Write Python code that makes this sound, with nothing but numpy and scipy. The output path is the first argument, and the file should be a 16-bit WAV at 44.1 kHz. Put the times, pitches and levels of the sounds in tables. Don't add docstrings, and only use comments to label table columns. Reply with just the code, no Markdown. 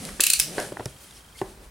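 import sys
import numpy as np
from scipy import signal
from scipy.fft import rfft, irfft
from scipy.io import wavfile
from scipy.ndimage import uniform_filter1d

SR = 44100
rng = np.random.default_rng(int(sys.argv[2]) if len(sys.argv) > 2 else 0)


def wav_out(sig):
    wavfile.write(sys.argv[1], SR, np.round(np.clip(np.atleast_2d(sig).T, -1, 1) * 32767).astype(np.int16))


N = 74970

# f/Hz, level/dB
AIR_SPECTRUM = [(20, -17.5), (55, 6), (110, -1.5), (200, -10.5), (1200, -9), (2500, -16.5), (5000, -19),
                (10000, -27), (16000, -23.5)]
# f/Hz, coherence (0-1)
HISS_COHERENCE = [(100, 1), (400, 0.91), (1000, 0.39), (2500, 0.52), (5000, 0.72), (8500, 0.87), (11000, 1),
                  (15000, 0.99)]
# f/Hz, T60/s, level/dB, left-right coherence (0-1)
ROOM_BANDS = [(101, 0.39, -1, 0.99), (378, 0.32, -1.5, 0.96), (960, 0.29, 3.5, 0.97), (2470, 0.32, 2, 0.73),
              (5000, 0.3, 4.5, 0.67), (8300, 0.28, 1, 0.72), (13200, 0.23, 1.5, 1)]
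# f/Hz, T60/s, level/dB
TABLE_MODES = [(384, 0.41, -54.5), (560, 0.18, -58), (820, 0.17, -48.5)]

# t/s, rumble level/dB, scrape level/dB
RUB_LEVELS = [(0, -39.5, -46), (.08, -41.5, -43), (.14, -48.5, -50.5), (.3, -55, -60.5),
              (.39, -58.5, -56.5), (.44, -47, -51), (.51, -50, -46), (.56, -50, -42.5), (.62, -52, -38.5),
              (.7, -46.5, -52.5), (.82, -52, -44), (.92, -60, -59.5), (1, -62.5, -61), (1.37, -62, -74.5),
              (1.46, -55, -51.5), (1.56, -57.5, -60.5), (1.64, -58.5, -52), (1.7, -58, -77)]
# f/Hz, level/dB
RUMBLE_SPECTRUM = [(30, -43), (80, -5.5), (130, -1), (200, 3), (300, -6), (700, -48), (16000, -80)]
# f/Hz, level/dB
SCRAPE_SPECTRUM = [(100, -10), (300, 1.5), (600, 2.5), (900, -6), (1700, -12.5), (3000, -12.5),
                   (16000, -50)]
# t/s, duration/s, level/dB
TABLE_HEAVES = [(0, 0.23, -47), (0.37, 0.075, -45), (1.395, 0.17, -49.5), (1.54, 0.27, -47)]
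GROAN_HARMONICS = [3, -2.5, -6, -7.5]

# t/s, level/dB
SLIDE_LEVELS = [(0, -42.5), (.07, -39.5), (.12, -45), (.19, -46.5), (.45, -47), (.54, -41.5), (.61, -37.5),
                (.68, -42.5), (.74, -53), (.9, -50), (.96, -55.5), (1.03, -49.5), (1.12, -53.5),
                (1.18, -50), (1.23, -58.5), (1.34, -59), (1.39, -45.5), (1.45, -54.5), (1.5, -51.5),
                (1.55, -58.5), (1.61, -62), (1.645, -54.5), (1.7, -67)]
# f/Hz, level/dB
FILM_SPECTRUM = [(300, -25), (1200, -7), (2200, -2), (4500, -3), (7000, -3), (9500, 1), (11000, -3),
                 (12500, -11.5), (16000, -22)]
# t/s, level/dB, centre f/Hz, time constant/s, relative hiss level/dB
FILM_SNAPS = [(0.052, -40, 4402, 0.0016, 12.5), (0.6005, -32.5, 5000, 0.0019, 7.5),
              (0.7264, -45, 3200, 0.0013, 5), (0.806, -45, 3200, 0.0019, -7),
              (0.8568, -25.5, 5350, 0.002, -0.5), (1.109, -46, 3670, 0.0032, 1),
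              (1.4147, -36, 2770, 0.001, -3)]
# t/s, duration/s, f/Hz, relative half-width, level/dB
FILM_SQUEAKS = [(.99, .08, 13500, .16, -57), (1.147, .037, 5360, 0.073, -54),
                (1.35, 0.021, 2130, 0.018, -50.5), (1.361, 0.051, 4620, .06, -53),
                (1.384, 0.01, 3200, .14, -44)]

# f/Hz, T60/s, level/dB
BOX_MODES = [(116, 0.12, -2), (183, 0.064, -6), (300, 0.023, -2.5), (372.7, 0.048, 0), (581.5, 0.073, -3.5),
             (672, 0.033, -1), (807, 0.032, -4), (1000, 0.037, -4), (1422, 0.042, -4), (1710, 0.032, -4),
             (1900, 0.034, -6), (2130, .025, -10)]
# f/Hz, level/dB
CRUSH_SPECTRUM = [(100, -10), (500, 1.5), (1950, -5), (2500, -9.5), (5000, -14), (16000, -56)]
KNOCK_BANDS = [120, 380, 555, 800, 1050, 1700]
# t/s, level/dB in each of the six KNOCK_BANDS, T60 ratio, frequency ratio,
# relative crush level/dB, gain into room and table/dB
BOX_KNOCKS = [(.088, -33, -55, -41, -52, -40, -27.5, 0.24, 1.02, 1, -3),
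              (.1968, -43, -18, -20.5, -21, -23.5, -15, 0.34, 0.96, -3, -8.5),
              (.573, -32, -38, -25.5, -39, -50, -54, 0.27, 1.16, 1.5, 0),
              (.5808, -32, -15.5, -16.5, -14, -20.5, -14.5, 0.35, 1.02, -2.5, -2),
              (.588, -38, -39, -21.5, -18, -47, -33, 0.49, 1.09, -9.5, -1),
              (0.7203, -34, -20.5, -19.5, -34, -28, -40, 0.53, 0.986, -18, -14.5),
              (0.769, -54, -30.5, -30.5, -17.5, -25, -24.5, 0.53, 1.01, -13, -25),
              (0.7957, -30, -23.5, -29, -20, -35, -33, 0.67, 0.948, -4, -20),
              (.8059, -36, -20.5, -50, -36, -21.5, -42, 0.36, 0.98, -2.5, -27),
              (0.8585, -22.5, -26, -29, -41, -36, -39.5, 0.71, 1.064, 4, -10.5),
              (1.4149, -28, -13.5, -30.5, -16, -30, -31.5, 0.8, 1.053, -7, -10)]

# f/Hz, T60/s, level/dB
KNIFE_MODES = [(1593, 0.0063, -12.5), (2240, .012, -20.5), (2870, 0.0056, -18), (4656, 0.016, -6),
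               (6110, 0.0066, -5), (7500, 0.011, -12), (9640, 0.0098, 1), (12500, 0.01, -2.5),
               (13400, .012, -19)]
# f/Hz, level/dB
RATTLE_SPECTRUM = [(300, -32), (900, -18.5), (1300, -19), (1900, -7), (3500, -2), (6000, -1.5), (8000, 3),
                   (10500, 1.5), (13000, -2.5), (16000, -8.5)]
# f/Hz, gain/dB
RATTLE_SPREAD = [(500, -17), (2500, -2.5), (5000, -5), (9000, -4), (13000, -12.5)]
# t/s, level/dB, chatter duration/s, seating delay/s, then
# f/Hz, level/dB for each of four modes set by the free length of blade (low, ping, upper, bright)
DETENT_CLICKS = [(0.2051, -16.5, 0.005, .0025, 2597, 0.5, 4330, -2, 7550, 1, 10370, 5.5),
                 (0.236, -17, 0.005, 0.0024, 2650, 3.5, 4055, 1.5, 7000, 0.5, 8420, 7),
                 (0.2659, -18, .0044, .0022, 2646, 6, 3990, -6, 7350, 0, 9380, 1),
                 (0.3001, -18, .0052, .0022, 2563, 3, 4250, 5.5, 7350, 6, 9020, 8),
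                 (0.3339, -17, 0.0044, 0.00046, 2580, 4, 4225, 2.5, 10450, 6, 9030, 7.5),
                 (0.3925, -17, 0.00038, 0.00017, 2670, -25, 4300, -12, 8800, -6, 10400, -9),
                 (0.3978, -15.5, .0046, 0.0012, 2590, -2, 4220, -14, 8900, 4, 10570, 5.5)]
SLIDING_T60_S = (0.01, 0.018, 0.0039, 0.0039)

TOP_HZ = 16000


def undb(db):
    return 10 ** (np.asarray(db) / 20)


def unit(x):
    return x / np.sqrt(np.mean(x ** 2))


def since(start=0):
    return np.maximum(np.arange(N) / SR - start, 0)


def swell(start, length):
    return np.sin(np.pi * np.minimum(since(start) / length, 1))


def envelope(rows, column=1):
    rows = np.array(rows)
    return undb(np.interp(since(), rows[:, 0], rows[:, column]))


def across(hz, rows, column=1):
    rows = np.array(rows)
    return np.interp(np.log(hz + 1), np.log(rows[:, 0]), rows[:, column])


def bins():
    return np.fft.rfftfreq(N, 1 / SR)


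def colour(rows):
    return undb(across(bins(), rows))


def resonance(hz, half_width):
    return 1 / (1 + ((bins() - hz) / half_width) ** 2)


def filtered(x, gain):
    return irfft(rfft(x) * gain, N)


def noise(gain):
    return unit(filtered(rng.standard_normal(N), gain))


def stereo_noise(gain, coherence=HISS_COHERENCE):
    alike = np.clip(across(bins(), coherence, column=-1), 0, .999)
    mid = filtered(rng.standard_normal(N), gain * np.sqrt(1 + alike))
    side = filtered(rng.standard_normal(N), gain * np.sqrt(1 - alike))
    return unit(np.array([mid + side, mid - side]))


def decay(t, t60):
    return np.exp(-np.log(1000) * t / t60)


def mode(t, hz, t60):
    return np.sin(2 * np.pi * hz * t) * decay(t, t60)


def convolve(x, response):
    return signal.fftconvolve(np.atleast_2d(x), np.atleast_2d(response))[:, :N]


def scatter(x, start, width_hz):
    power = uniform_filter1d(np.abs(rfft(x)) ** 2, max(int(width_hz * N / SR), 1))
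    cepstrum = irfft(np.log(np.maximum(power, 1e-9 * power.max())) / 2, N)
    causal = cepstrum * (1 + np.sign(np.fft.fftfreq(N)))
    return irfft(np.exp(rfft(causal) - 2j * np.pi * bins() * start), N)


def room(x):
    t, build_s = since(0.00074), 0.00048
    diffuse = stereo_noise(bins() < TOP_HZ, ROOM_BANDS)
    log_centres = np.log([band[0] for band in ROOM_BANDS])
    tail = 0
    for k, (_, t60, db, _) in enumerate(ROOM_BANDS):
        band = np.interp(np.log(bins() + 1), log_centres, np.arange(len(ROOM_BANDS)) == k)
        tail += undb(db) * filtered(diffuse, band) * decay(t, t60)
    tail *= 1 - np.exp(-t / build_s)
    return convolve(x, unit(tail) / np.sqrt(N))


def background():
    hum_hz, chirp_hz = 52, 3200
    start, end, period_s, pulse_s = .8825, 1.34, .0401, 0.01
    t = since(start)
    pulses = np.sin(np.pi * np.minimum(t % period_s / pulse_s, 1)) * (since() < end)
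    chirp = undb(-51) * pulses * np.sin(2 * np.pi * chirp_hz * t)
    hum = undb(-58) * np.sin(2 * np.pi * hum_hz * since())
    air = undb(-52.5) * stereo_noise(colour(AIR_SPECTRUM))
    return air + hum + chirp


def rubbing():
    rumble = envelope(RUB_LEVELS, column=1) * stereo_noise(colour(RUMBLE_SPECTRUM))
    scrape = envelope(RUB_LEVELS, column=2) * stereo_noise(colour(SCRAPE_SPECTRUM))
    heaves = sum(undb(db) * swell(start, length) for start, length, db in TABLE_HEAVES)
    return rumble + scrape + heaves * noise(resonance(hz=52, half_width=20) ** 2)


def groan():
    start, length = .41, .18
    base_hz, rise_hz_per_s, roughness = 135, 390, 0.062
    jitter = 1 + roughness * noise(resonance(0, 105))
    hz = (base_hz + rise_hz_per_s * since(start)) * jitter
    phase = 2 * np.pi * np.cumsum(hz) / SR
    slips = sum(undb(db) * np.sin(k * phase) for k, db in enumerate(GROAN_HARMONICS, 1))
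    return undb(-42) * swell(start, length) * unit(slips)


def film():
    snaps = 0
    for start, db, hz, decay_s, hiss_db in FILM_SNAPS:
        t = since(start)
        crack = noise(resonance(hz, 0.09 * hz) ** 2) + undb(hiss_db) * noise(colour(FILM_SPECTRUM))
        snaps += undb(db) * (t > 0) * np.exp(-t / decay_s) * crack
    grain = np.exp(0.13 * noise(resonance(0, 490)))
    slide = envelope(SLIDE_LEVELS) * grain * stereo_noise(colour(FILM_SPECTRUM))
    squeaks = sum(undb(db) * swell(start, length) * noise(resonance(hz, hz * width))
                  for start, length, hz, width, db in FILM_SQUEAKS)
    return snaps + undb(-44) * room(snaps) + slide + squeaks


def box_knocks():
    contact_s, crush_s, scatter_hz = 0.00074, 0.002962, 320
    card_damping = undb(np.interp(bins(), [2060, 2450], [0, -5]))
    direct, to_room, to_table = 0, 0, 0
    for start, *levels, t60_ratio, pitch, crush_db, room_db in BOX_KNOCKS:
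        t = since(start)
        spectrum = list(zip(KNOCK_BANDS, levels))
        ring = sum((-1) ** k * undb(db + across(hz, spectrum)) * mode(t, hz * pitch, t60 * t60_ratio)
                   for k, (hz, t60, db) in enumerate(BOX_MODES))
        crush = noise(colour(CRUSH_SPECTRUM) * colour(spectrum)) * np.exp(-t / crush_s)
        crush *= undb(crush_db + max(levels[1:]))
        attack = 1 - np.exp(-t / contact_s)
        blow = filtered((ring + crush) * attack, card_damping)
        direct += blow
        to_table += undb(room_db) * blow
        to_room += undb(room_db) * scatter(blow, start + crush_s, scatter_hz * max(1 - t60_ratio, 0))
    table_response = sum(undb(db) * mode(since(), hz, t60) for hz, t60, db in TABLE_MODES)
    return direct + room(to_room) + convolve(to_table, table_response)


def blade_ring(t, chatter, hz, t60):
    build = convolve(chatter, decay(since()[:SR // 20], t60))[0]
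    detune = 1 + .004 * rng.standard_normal()
    cycles = hz * detune * t + rng.random()
    return unit(build * np.sin(2 * np.pi * cycles))


def knife():
    release_s, seat_s = 0.00037, 0.00033
    rattle_db, seat_db, ring_db, room_db = 3, 8, -9.5, -6.5
    out = 0
    for start, db, length, seat_delay, *sliding in DETENT_CLICKS:
        t = since(start)
        chatter = (t > 0) * np.exp(-np.maximum(t - length, 0) / release_s)
        seat = undb(seat_db) * (t > seat_delay) * np.exp(-since(start + seat_delay) / seat_s)
        grain = np.exp(0.2 * noise(resonance(0, 1300)))
        impacts = (chatter * grain + seat) * rng.standard_normal((2, N))
        mid_rattle, side_rattle = filtered(impacts, colour(RATTLE_SPECTRUM))
        sliding_modes = list(zip(sliding[::2], SLIDING_T60_S, sliding[1::2]))
        click = undb(rattle_db) * unit(mid_rattle)
        for hz, t60, mode_db in KNIFE_MODES + sliding_modes:
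            click += undb(ring_db + mode_db) * blade_ring(t, chatter, hz, t60)
        side = filtered(unit(side_rattle), colour(RATTLE_SPREAD))
        direct = np.array([click + side, click - side])
        reflections = undb(room_db) * room(scatter(click, start + length, width_hz=860))
        chatter_rms = np.sqrt(np.mean(chatter ** 2))
        out += undb(db) * chatter_rms * (direct + reflections)
    return out


def scene():
    return knife() + box_knocks() + film() + rubbing() + groan() + background()


def record(dry):
    low_pass = signal.ellip(10, .2, 80, TOP_HZ, fs=SR, output="sos")
    return signal.sosfilt(low_pass, np.tanh(dry))


dry = scene()
out = record(dry)
wav_out(out)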